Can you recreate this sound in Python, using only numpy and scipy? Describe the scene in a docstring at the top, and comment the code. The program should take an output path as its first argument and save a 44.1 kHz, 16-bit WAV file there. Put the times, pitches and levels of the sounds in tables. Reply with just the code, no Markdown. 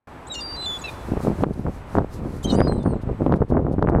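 """Among rooftops, with the microphone out in the wind. A young gull on a roof gives two thin squeals; its voice
breaks from one register to the next, rasping at the breaks, and the buildings echo it. Right at the microphone,
gusts shed eddies, the hardest of them overloading it. Behind lie a distant outdoor wash and a fine hiss; the
whole background sinks for a moment after the hardest buffets."""
import sys
import numpy as np
from scipy import signal
from scipy.fft import rfft, irfft
from scipy.io import wavfile
from scipy.ndimage import uniform_filter1d

SR = 44100
rng = np.random.default_rng(int(sys.argv[2]) if len(sys.argv) > 2 else 0)


def pcm_store(signal):
    """Save signal as 16-bit PCM."""
    levels = np.round(np.clip(np.atleast_2d(signal), -1, 1) * 32767)
    wavfile.write(sys.argv[1], SR, levels.astype(np.int16).T)


N = 176400
T = np.arange(N) / SR
CUTOFF_HZ = 15800   # top of the microphone's range

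# The gull on its roof, register by register. Each row: start and end in seconds, pitch at start, middle
# and end in Hz, levels of harmonics 1-4 in dB, level change over the note in dB, roughness from 0 to 1.
REGISTERS = [ (0.27, .289, 3400, 3980, 3980, -52.5, -44, -78, -95, 0, 0.47),
             (0.299, 0.324, 3900, 3840, 3815, -30, -57, -77, -95, 14, 0.091),
             (0.322, 0.347, 3780, 3740, 3640, -34, -35, -72, -85, -3, 0),
             (0.341, .358, 1492, 1442, 1425, -70, -36, -34.5, -46, 6, 0.26),
             (.355, .404, 2827, 2810, 2777, -31, -45, -62, -64, -1, 0),
             (.356, .402, 1420, 1410, 1405, -80, -55, -50, -70, 3, 0.1),
             (0.407, 0.561, 4757, 4700, 4665, -31.5, -57.5, -70, -101, -2, .04),
             (.563, .660, 4055, 4033, 4020, -30, -49.5, -79, -90, 7.5, 0.09),
             (0.659, 0.778, 3520, 3472, 3440, -27, -45.5, -60, -62, -6.5, 0.029),
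             (0.789, 0.801, 4050, 3940, 3830, -47, -41, -78, -95, -2, .25),
             (0.814, 0.828, 3700, 3370, 3380, -50, -37, -78, -95, 9, 0.13),
             (0.84, 0.865, 1343, 1322, 1340, -70, -29, -34.5, -51, 1, 0.13),
             (.870, 0.897, 1322, 1250, 1225, -75, -33, -40, -66, 8.5, 0.18),
             (2.428, 2.444, 3330, 3670, 4130, -47, -42, -49, -86, 16.5, 0.75),
             (2.444, 2.463, 3137, 3154, 3177, -29.5, -34.5, -46.5, -79, -6, 0.069),
             (2.471, 2.521, 3200, 3090, 2940, -39, -57, -73, -82, 10, 0.15),
             (2.471, 2.521, 3900, 3840, 3710, -33, -54, -62, -80, 9.5, 0.16),
             (2.501, 2.517, 4240, 4170, 4140, -29, -49, -75, -97, -9, 0.23),
             (2.519, 2.553, 2950, 2940, 2990, -45, -44, -51, -76, 1, .25),
             (2.549, 2.608, 4680, 4790, 4750, -45, -48.5, -73, -95, 1.5, 0.017),
             (2.617, 2.68, 4850, 4900, 4850, -42, -62.5, -78, -95, -2.5, 0),
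             (2.679, 2.722, 4190, 4155, 4100, -40, -53.5, -69.5, -95, -14.5, 0.02),
             (2.719, 2.821, 4090, 4040, 4110, -60, -54.5, -95, -100, -15.5, 0.085),
             (2.829, 2.925, 4530, 4410, 4240, -65.5, -55.5, -101.5, -100, 7.5, 0.28),
             (2.916, 2.99, 4260, 3880, 3200, -67.5, -67.5, -90.5, -100, -20, 0.11)]
def gull_squeals():
    """Each register is a gliding tone with a few harmonics; roughness shakes its pitch and strength."""
    attack_s, release_s, throat_top_hz = 0.0076, 0.016, 15000
    out, jitter, shimmer, waver = np.zeros(N), wander(hz=500), wander(hz=500), wander(hz=45)
    for start, end, hz0, hz1, hz2, db1, db2, db3, db4, change_db, rough in REGISTERS:
        on = (T > start - attack_s) & (T < end + release_s)
        t = T[on]
        progress = np.clip((t - start) / (end - start), 0, 1)
        glide = np.polyval(np.polyfit([0, .5, 1], [hz0, hz1, hz2], 2), progress)
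        hz = glide * (1 + 0.021 * rough * jitter[on] + 0.00089 * waver[on])
        phase = 2 * np.pi * np.cumsum(hz) / SR
        gate = np.clip(.5 + (t - start) / attack_s, 0, 1) * np.clip(.5 + (end - t) / release_s, 0, 1)
        envelope = np.sin(gate * np.pi / 2) ** 2 * from_db(change_db * (progress - .5))
        envelope *= 1 + rough * shimmer[on]
        for k, db in enumerate([db1, db2, db3, db4, db4 - 3, db4 - 6], 1):
            if k * hz1 < CUTOFF_HZ:
                throat_loss = np.sqrt(1 + (k * hz / throat_top_hz) ** 8)
                out[on] += envelope * from_db(db) * np.sin(k * phase) / throat_loss
    return out


# Breaks in the voice. Each row: time in seconds, half length in seconds, level in dB.
VOICE_BREAKS = [(.353, 0.0058, -41.5), (.407, .005, -44.5), (.565, 0.0035, -53), (2.444, .007, -46),
                (2.513, 0.018, -47), (2.548, .007, -60.5), (2.832, 0.0028, -53.5)]
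# Colour of the rasp. Each row: frequency in Hz, relative level in dB.
RASP_SPECTRUM = [(1800, -41), (2900, -13.5), (4200, 1), (6500, 0.5), (8500, -12), (11000, -14),
                 (15000, -31)]
def gull_rasps():
    """A short burst of noise where the voice breaks between registers."""
    return swells(VOICE_BREAKS) * noise(RASP_SPECTRUM)


# The same bird's side tones, and faint tones at the sum of two overlapping pitches. Each row: start and end in
# seconds, first and last pitch in Hz, level in dB.
SIDE_TONES = [(0.336, 0.356, 6600, 6500, -43), (0.358, 0.399, 7050, 7000, -43),
              (.385, 0.426, 3730, 3540, -41), (.409, 0.428, 8370, 8280, -48), (.43, 0.57, 3800, 3650, -58),
              (.49, 0.552, 2880, 2830, -54), (0.612, 0.646, 3540, 3510, -46),
              (0.614, 0.663, 7650, 7500, -52), (0.623, 0.68, 2870, 2810, -49.5),
              (2.519, 2.556, 6650, 6550, -47.5), (2.52, 2.54, 8120, 8150, -49),
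              (2.54, 2.562, 7680, 7650, -46), (2.801, 2.838, 3600, 3520, -54.5)]
def gull_side_tones():
    """The other half of the syrinx sounds weak glides along with the main voice; where two voices overlap, a
    faint tone sounds at the sum of their pitches."""
    fade_s = 0.004
    out, shake = np.zeros(N), 1 + 0.0044 * wander(hz=500)
    for start, end, hz0, hz1, db in SIDE_TONES:
        on = (T > start - fade_s) & (T < end + fade_s)
        t = T[on]
        gate = np.clip(.5 + np.minimum(t - start, end - t) / fade_s, 0, 1)
        hz = np.interp(t, [start, end], [hz0, hz1]) * shake[on]
        out[on] += from_db(db) * gate * np.sin(2 * np.pi * np.cumsum(hz) / SR)
    return out


# Slaps off the neighbouring buildings. Each row: delay in seconds, level against the direct call in dB.
WALL_ECHOES = [(.16, -27), (.28, -30)]
def rooftops(call):
    """The call arrives with quick scatter from the roof, then dull slaps and a tail from the walls."""
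    roof_decay_s, tail_t60_s = 0.027, 1.1
    t = T[:SR]
    roof = rng.standard_normal(SR) * np.exp(-t / roof_decay_s) * (t > .004)
    tail = rng.standard_normal(SR) * from_db(-60 * t / tail_t60_s) * (t > .025)
    echo = from_db(-16) * roof / np.linalg.norm(roof) + from_db(-26.5) * tail / np.linalg.norm(tail)
    dull = butter(call, 5000, "low")
    slaps = sum(from_db(db) * np.interp(T - delay, T, dull) for delay, db in WALL_ECHOES)
    return call + signal.fftconvolve(call, echo)[:N] + slaps


def eddy(t, hz):
    """Pressure of a vortex passing the microphone: a sharp trough between two soft shoulders."""
    u = (2 * np.pi * hz * t) ** 2
    return (u - 1) / (1 + u) ** 2


# Gusts right on the microphone. Each row: time in seconds, half length in seconds, strength in dB.
GUSTS = [(.55, .015, -58), (1.125, 0.03, -24), (1.172, 0.0072, -17), (1.283, 0.037, -20),
         (1.425, 0.026, -19), (1.49, 0.036, -24), (1.595, 0.017, -25.5), (1.672, 0.02, -19.5),
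         (1.755, 0.03, -40.5), (1.985, 0.026, -16), (2.047, 0.003, -20), (2.175, 0.054, -36),
         (2.255, 0.036, -24), (2.36, 0.037, -30), (2.465, 0.019, -20.5), (2.54, 0.032, -16),
         (2.605, 0.019, -13.5), (2.69, 0.044, -17.5), (2.78, 0.033, -21), (2.865, 0.022, -17),
         (2.93, 0.034, -19), (3.04, 0.0041, -23.5), (3.10, 0.028, -21), (3.218, 0.015, -18),
         (3.27, 0.018, -19), (3.325, 0.046, -17), (3.418, 0.015, -14.5), (3.525, 0.017, -15.5),
         (3.572, 0.028, -15.5), (3.665, 0.056, -20.5), (3.735, 0.026, -21.5), (3.788, 0.0098, -16),
         (3.835, 0.016, -16), (3.89, 0.031, -18.5), (3.965, 0.06, -15.5)]
# Eddy sizes. Each row: centre in Hz, level against a reference gust in dB, growth in dB per dB of gust.
EDDY_SIZES = [(36.4, -16, 0.2), (72, -4.5, 1.4), (127, -4, 0.81), (209, -4, 1.47), (324, -9.5, 2.52),
              (545, -18, 3.02)]
def gusts():
    """Eddies of all sizes pass at random as lopsided troughs; strong gusts favour the small ones."""
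    eddies_per_s, spread_db, lean_spread, reference_db, smooth_s = 150, 4.5, 0.94, -14.5, .035
    strength = swells(GUSTS) / from_db(reference_db)
    t, out = T[:SR // 10] - T[SR // 20], np.zeros(N)
    for hz, db, growth in EDDY_SIZES:
        passes = (rng.random(N) < eddies_per_s / SR) * from_db(spread_db * rng.standard_normal(N))
        leans = lean_spread * rng.standard_normal(N)
        u = 2 * np.pi * hz * t
        troughs = signal.fftconvolve(passes, eddy(t, hz), "same")
        swings = signal.fftconvolve(passes * leans, 2 * u / (1 + u ** 2) ** 2, "same")
        churn = rms_one(troughs + swings)
        power = uniform_filter1d(churn ** 2, int(smooth_s * SR))
        even_churn = churn / np.sqrt(power + 0.016)   # evened out, so the gust sets the level
        out += from_db(reference_db + db) * strength ** growth * even_churn
    return out


# The hardest single buffets. 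Each row: time in seconds, peak ahead of the port in dB, centre in Hz.
BUFFETS = [(1.121, -10.5, 168), (1.137, -13, 216), (1.174, -11.5, 252), (1.25, -10, 217), (1.205, -14, 325),
           (1.272, -4.5, 278), (1.282, -3, 155), (1.315, -13, 232), (1.437, 0, 352), (1.442, -9.5, 596),
           (1.666, -14, 550), (1.953, -4, 390), (1.97, -9.5, 580), (1.985, -0.5, 390), (2.021, -19, 417),
           (2.046, -15.5, 248), (2.25, -19, 324), (2.587, -2.5, 260), (2.605, -0.5, 300), (2.616, -4, 600),
           (2.673, -10, 520), (2.723, -11.5, 650), (2.862, -9.5, 418), (2.935, -14, 330), (3.091, -15, 297),
           (3.209, -13, 220), (3.22, -6.5, 241), (3.264, -2, 278), (3.324, -1.5, 430), (3.340, -7, 750),
           (3.425, -16, 435), (3.570, -10, 520), (3.667, -11.5, 380), (3.826, -1, 465), (3.873, -8.5, 700),
           (3.888, -5, 650), (3.95, -9, 690)]
# Low rumble of the breeze between gusts. 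Each row: frequency in Hz, relative level in dB.
BREEZE_SPECTRUM = [(20, -7.5), (50, 1.5), (110, -0.5), (170, -11), (260, -27.5)]
# Its rise and fall. Each row: time in seconds, level in dB.
BREEZE_LEVEL = [(.1, -66), (.5, -61), (1.0, -42), (1.2, -47), (1.9, -38.5), (2.6, -36.5), (3.2, -35.5),
                (3.46, -50.5), (4.0, -39.5)]
def wind():
    """Breeze, gusts and buffets press on the microphone's port, which passes mainly the low end."""
    port_low_hz, port_high_hz = 36.4, 1644
    breeze = level(BREEZE_LEVEL) * noise(BREEZE_SPECTRUM)
    buffets = sum(from_db(db) * eddy(T - s, hz) for s, db, hz in BUFFETS)
    pressure = butter(breeze + gusts() + buffets, port_low_hz, "high", order=1)
    return butter(pressure, port_high_hz, "low", order=3)


# Colours of the hiss and the rustles behind the gull. Each row: frequency in Hz, relative level in dB.
HISS_SPECTRUM = [(2000, -17), (4000, 3), (7000, -0.5), (10000, -1.5), (12500, -2.5), (15500, -9.5)]
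RUSTLE_SPECTRUM = [(2000, -9.5), (4000, 5), (7000, -3.5), (11000, -1.5), (13000, -9.5), (15500, -19)]
# Rise and fall of the hiss. Each row: time in seconds, level in dB.
HISS_LEVEL = [(.07, -66), (.3, -65.5), (.52, -61), (.64, -58.5), (.75, -53), (.85, -56), (.91, -50.5),
              (.97, -57), (1.1, -55), (1.18, -59.5), (1.235, -47.5), (1.31, -58.5), (1.43, -54.5),
              (1.45, -70), (1.59, -61), (1.67, -67), (1.75, -58), (1.84, -68), (1.95, -54.5), (2.0, -68),
              (2.09, -67), (2.14, -50.5), (2.21, -65.5), (2.37, -55), (2.55, -84), (2.65, -68), (2.9, -76),
              (3.25, -66.5), (3.45, -77), (4.0, -76)]
# Single rustles. Each row: time in seconds, half length in seconds, level in dB.
RUSTLES = [(1.538, 0.0052, -55.5), (3.024, .007, -57), (3.365, 0.0081, -59), (3.502, 0.011, -59),
           (3.73, .008, -58.5), (3.897, 0.0063, -57)]
def fine_hiss():
    """Treble noise rises and falls, dropping for a moment after the hardest buffets, with brief high rustles."""
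    return level(HISS_LEVEL) * noise(HISS_SPECTRUM) + swells(RUSTLES) * noise(RUSTLE_SPECTRUM)


# The outdoors, far from the microphone. Each row: frequency in Hz, relative level in dB.
WASH_SPECTRUM = [(25, -14), (55, 2.5), (100, -2), (170, -4.5), (300, -5), (550, -7), (1000, -7),
                 (1600, -14.5), (2500, -22), (3600, -29.5), (5000, -35)]
# Its rise and fall, with brief drops after the hardest buffets. Each row: time in seconds, level in dB.
WASH_LEVEL = [(.07, -41), (.3, -40), (.7, -37), (1.43, -38), (1.45, -47.5), (1.85, -41), (1.98, -39.5),
              (2.0, -44), (2.4, -42.5), (2.6, -38), (2.75, -47), (3.2, -42.5), (3.45, -50), (4.0, -50.5)]
def distant_wash():
    """Dull, far-off noise carrying a faint, wavering high whine."""
    whine_hz = 7870 * (1 + .005 * wander(hz=130))
    whine = from_db(-32) * np.sin(2 * np.pi * np.cumsum(whine_hz) / SR)
    return level(WASH_LEVEL) * (noise(WASH_SPECTRUM) + whine)


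def from_db(db):
    """Decibels to gain."""
    return 10 ** (np.asarray(db) / 20)


def rms_one(x):
    """Scale to unit rms."""
    return x / np.sqrt(np.mean(x ** 2) + 1e-20)


def level(rows):
    """Gain over time from points in seconds and dB."""
    return from_db(np.interp(T, *np.transpose(rows)))


def swells(rows):
    """Gain over time from bell-shaped swells, added in power."""
    power = sum(from_db(db) ** 2 * np.exp(-((T - s) / width) ** 2) for s, width, db in rows)
    return np.sqrt(power + 1e-14)


def butter(x, hz, kind, order=2):
    """Butterworth filter."""
    return signal.sosfilt(signal.butter(order, hz, kind, fs=SR, output="sos"), x)


def wander(hz):
    """Random motion up to the given rate, rms 1."""
    return rms_one(butter(rng.standard_normal(N + SR), hz, "low")[SR:])


def noise(spectrum):
    """Noise of a given colour, rolled off at the top, rms 1."""
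    hz, db = np.transpose(spectrum)
    bins = np.maximum(np.fft.rfftfreq(N, 1 / SR), 1)
    colour = from_db(np.interp(np.log(bins), np.log(hz), db))
    top_loss = np.sqrt(1 + (bins / hz[-1] / 0.85) ** 8)
    return rms_one(irfft(rfft(rng.standard_normal(N)) * colour / top_loss, N))


def scene():
    """One microphone: the gull across the rooftops, wind close up, hiss and wash behind."""
    gull = gull_squeals() + gull_rasps() + gull_side_tones()
    return (rooftops(gull) + wind() + fine_hiss() + distant_wash())[None]


def record(dry):
    """The microphone opens after a moment, the hardest buffets overload it, and the top is cut."""
    open_s, fade_s, overload = .071, 0.0025, .7
    opened = dry * np.clip((T - open_s) / fade_s, .01, 1)
    clipped = opened / (1 + (opened / overload) ** 12) ** (1 / 12)
    return signal.sosfilt(signal.ellip(10, .1, 80, CUTOFF_HZ, fs=SR, output="sos"), clipped)


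dry = scene()
out = record(dry)
pcm_store(out)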